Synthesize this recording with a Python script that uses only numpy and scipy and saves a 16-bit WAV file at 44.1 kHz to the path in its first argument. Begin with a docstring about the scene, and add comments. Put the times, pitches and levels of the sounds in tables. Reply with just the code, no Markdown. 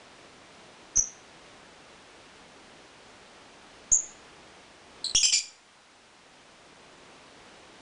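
"""Two thin, separate lovebird peeps, then a quick run of four harsher chirps, each lower than the last,
in a small, quiet bedroom. Each call is a short swooping tone with overtones, shaped by the throat and smeared
by scattered wall echoes and a noise tail. Decaying ticks and offsets make the microphone pop at the calls.
The run pushes the recorder's gain down, so the soft noise of the room sinks and creeps back; hiss lies on top."""
import sys
import numpy as np
from scipy import signal
from scipy.fft import rfft, irfft
from scipy.io import wavfile
from scipy.ndimage import uniform_filter1d

SR = 44100
rng = np.random.default_rng(int(sys.argv[2]) if len(sys.argv) > 2 else 0)


def pcm_store(signal):
    """Save signal as 16-bit PCM."""
    levels = np.round(np.clip(np.atleast_2d(signal), -1, 1) * 32767)
    wavfile.write(sys.argv[1], SR, levels.astype(np.int16).T)


N = 344752  # length of the scene in samples

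# Lovebird calls: start_s, length_s, level_db, fade_db (fall over the call; negative swells), roughness_0to1,
# pitch_hz (middle), depth_share (swoop against the pitch), crest_share (place of the crest in the call)
CALLS = [ (0.955, 0.022, -21.5, -13, 0.1, 6200, 0.053, 0.52),
         (3.915, 0.021, -19.5, 2, 0.09, 6816, 0.058, 0.59), (5.042, 0.012, -31, 22, 0.21, 4175, 0.061, .03),
         (5.148, 0.024, -10, 7.5, 0.2, 3082, 0.099, 0.634), (5.227, .028, -10, 3, 0.25, 2786, 0.127, .7),
         (5.321, 0.02195, -10.5, 2.5, 0.57, 2520, 0.0895, 0.328)]
# How the throat and open beak pass each overtone: frequency_hz, gain_db
THROAT = [(1400, -25), (2000, -13), (2400, -4), (2800, -8), (3300, 1.5), (4200, -1.5), (5500, 3),
          (6400, -1), (7400, -1), (8400, -14), (9800, -19.5), (11200, -82.5)]
# Strongest echoes from the wardrobe, walls and ceiling: delay_s, level_db (against the direct sound)
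ECHOES = [(.005, -5), (.013, -5.5), (.018, -8.5), (0.022, -3.5), (.035, -8), (.052, -6.5), (0.067, -13.5)]
# Microphone overloads: start_s, tick_db, offset_db, settle_s
MIC_POPS = [(0.9754, -16, -28, 0.0096), (0.9910, -18.5, -30.5, 0.013), (3.9190, -18, -29.5, 0.042),
            (5.1487, -0.5, -20, 0.066), (5.2300, -9.5, -31, 0.02), (5.238, -10, -50, 0.018),
            (5.256, -5.5, -44, 0.018), (5.3294, -6.5, -44, 0.022)]
# Colour of the room's steady air noise: frequency_hz, density_db (per Hz, relative)
AIR_SPECTRUM = [(15, -36), (25, -7.5), (60, -7.5), (120, -6.5), (260, -1.5), (480, -2), (900, -5),
                (1700, -9), (3000, -11), (6000, -18.5), (10000, -27.5), (12000, -68)]
# Colour of the recorder's own hiss: frequency_hz, density_db (per Hz, relative)
HISS_SPECTRUM = [(100, -11), (300, -16), (700, 4.5), (1400, 3), (2800, 0.5), (5600, -4), (10000, -11.5),
                 (12000, -48)]

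SWOOP_TURNS = 1.15  # pitch swings per call
OVERTONE_DB = 1.5  # each overtone against the one below, before the throat
POP_SWING_BACK = 0.62  # pull of the offset back past the centre, per settling time
AIR_DB, HISS_DB = -53, -59  # rms levels ahead of the waver and the top cut
TOP_HZ = 10150  # upper limit of the recorder


def lovebirds():
    """Each call resonates in the throat and crosses the room; its level is that of its first 60 ms."""
    track = np.zeros(N)
    head = int(0.06 * SR)
    for start_s, length_s, level_db, fade_db, roughness, pitch_hz, depth, crest in CALLS:
        voice = syrinx(length_s, fade_db, roughness, pitch_hz, depth, crest)
        call = bedroom(colour(voice, THROAT))
        add(track, start_s, undb(level_db) * call / np.std(call[:head]))
    return track


def syrinx(length_s, fade_db, roughness, pitch_hz, depth, crest):
    """A swooping harmonic tone; roughness shakes its pitch and loudness and, by its square, adds rasp."""
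    jitter, jitter_hz = 0.047, 450  # pitch shake: share at full roughness, top rate
    shimmer, shimmer_hz = 1.0, 800  # loudness shake: share at full roughness, top rate
    rasp = 0.18  # noise at full roughness
    attack_share, release_share = 0.23, 0.14  # of the call's length
    n = int(length_s * SR)
    progress = np.arange(n) / n

    shaken_hz = swoop(progress, pitch_hz, depth, crest) * (1 + roughness * jitter * wobble(jitter_hz)[:n])
    phase = 2 * np.pi * np.cumsum(shaken_hz) / SR
    tone = sum(undb(OVERTONE_DB * k) * np.sin(k * phase) for k in range(1, 5))

    flutter = 1 + roughness * shimmer * wobble(shimmer_hz)[:n]
    turbulence = roughness ** 2 * rasp * rng.standard_normal(n)

    attack = np.minimum(progress / attack_share, 1)
    release = np.minimum((1 - progress) / release_share, 1)
    envelope = np.sin(np.pi / 2 * attack * release) ** 2
    return (tone * flutter + turbulence) * envelope * undb(-fade_db * progress)


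def swoop(progress, pitch_hz, depth, crest):
    """Pitch in Hz swings as a cosine about the middle pitch, highest at the crest."""
    return pitch_hz * (1 + depth * np.cos(2 * np.pi * SWOOP_TURNS * (progress - crest)))


def bedroom(sound):
    """Direct sound, briefly scattered echoes and a diffuse tail, with fresh scatter for every call."""
    tail_db, tail_t60_s, tail_build_s = -4.5, 0.35, 0.019
    echo_t60_s, echo_build_s = 0.0096, 0.0001
    response = undb(tail_db) * burst(tail_t60_s, tail_build_s)
    response[0] += 1  # direct sound
    for delay_s, level_db in ECHOES:
        add(response, delay_s, undb(level_db) * burst(echo_t60_s, echo_build_s))
    return signal.fftconvolve(sound, response)


def burst(t60_s, build_s):
    """Scattered reflections as noise that builds up and dies away by 60 dB in t60_s; energy 1."""
    t = np.arange(1, SR * 2 // 3) / SR
    build = 1 - np.exp(-t / build_s)
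    decay = np.exp(-np.log(1000) * t / t60_s)
    scatter = rng.standard_normal(len(t)) * build * decay
    return scatter / np.linalg.norm(scatter)


def pops():
    """An overloaded microphone ticks and is thrown off centre, swings back past it and settles."""
    tick_s = 0.00004  # decay time of the tick
    track = np.zeros(N)
    t = np.arange(SR // 2) / SR
    for start_s, tick_db, offset_db, settle_s in MIC_POPS:
        swing = (1 - POP_SWING_BACK * t / settle_s) * np.exp(-t / settle_s)
        tick = undb(tick_db) * np.exp(-t / tick_s)
        add(track, start_s, undb(offset_db) * swing - tick)
    return track


def gain_control(sound):
    """Gain that senses only sound below a cutoff, so high peeps hardly move it; it ducks fast, recovers slowly."""
    sense_hz, threshold_db = 2600, -39
    slope, depth_db = 0.66, 12  # cut in dB per dB over the threshold, deepest cut
    recover_db_per_s = 7.0
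    lowpass = signal.butter(4, sense_hz, fs=SR, output="sos")
    sensed = signal.sosfilt(lowpass, sound)
    power = np.abs(uniform_filter1d(sensed ** 2, size=660))  # 15 ms average
    level_db = 10 * np.log10(power + 1e-12)
    cut_db = np.clip(slope * (level_db - threshold_db), 0, depth_db)
    # Holding the peak of cut plus ramp lets each cut recover at a steady rate
    ramp_db = recover_db_per_s * np.arange(N) / SR
    return undb(ramp_db - np.maximum.accumulate(cut_db + ramp_db))


def room_air():
    """Coloured noise as a soft, even rush whose level hardly wavers."""
    waver_db, waver_hz = 0.52, 3.4  # spread, top rate
    return noise(AIR_SPECTRUM) * undb(AIR_DB + waver_db * wobble(waver_hz, size=N))


def noise(spectrum):
    """Random noise coloured by a spectrum table, rms 1."""
    return unit(colour(rng.standard_normal(N), spectrum))


def colour(sound, spectrum):
    """Filter a sound by a table of frequency_hz and gain_db, joined over log frequency."""
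    table_hz, table_db = np.transpose(spectrum)
    hz = np.maximum(np.fft.rfftfreq(len(sound), 1 / SR), 1)
    gain_db = np.interp(np.log(hz), np.log(table_hz), table_db)
    return irfft(rfft(sound) * undb(gain_db), len(sound))


def wobble(top_hz, size=4096):
    """Random motion as noise low-passed at top_hz, rms 1."""
    lowpass = signal.butter(4, top_hz, fs=SR, output="sos")
    slow = signal.sosfilt(lowpass, rng.standard_normal(2 * size))
    return unit(slow[size:])  # drops the filter's start-up


def add(track, start_s, sound):
    """Mix a sound into the track at its start time."""
    i = int(start_s * SR)
    track[i:i + len(sound)] += sound[:len(track) - i]


def undb(db):
    """Decibels to amplitude gain."""
    return 10 ** (np.asarray(db) / 20)


def unit(x):
    """Scale to an rms of 1."""
    return x / np.sqrt(np.mean(x ** 2))


def scene():
    """Lovebirds over the room's air."""
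    return (lovebirds() + room_air())[None]


def record(dry):
    """Microphone pops, gain control driven by the scene, recorder hiss and a steep top cut."""
    levelled = (dry[0] + pops()) * gain_control(dry[0])
    hissy = levelled + undb(HISS_DB) * noise(HISS_SPECTRUM)
    top_cut = signal.ellip(12, 0.1, 80, TOP_HZ, fs=SR, output="sos")
    return signal.sosfilt(top_cut, hissy)[None]


dry = scene()
out = record(dry)
pcm_store(out)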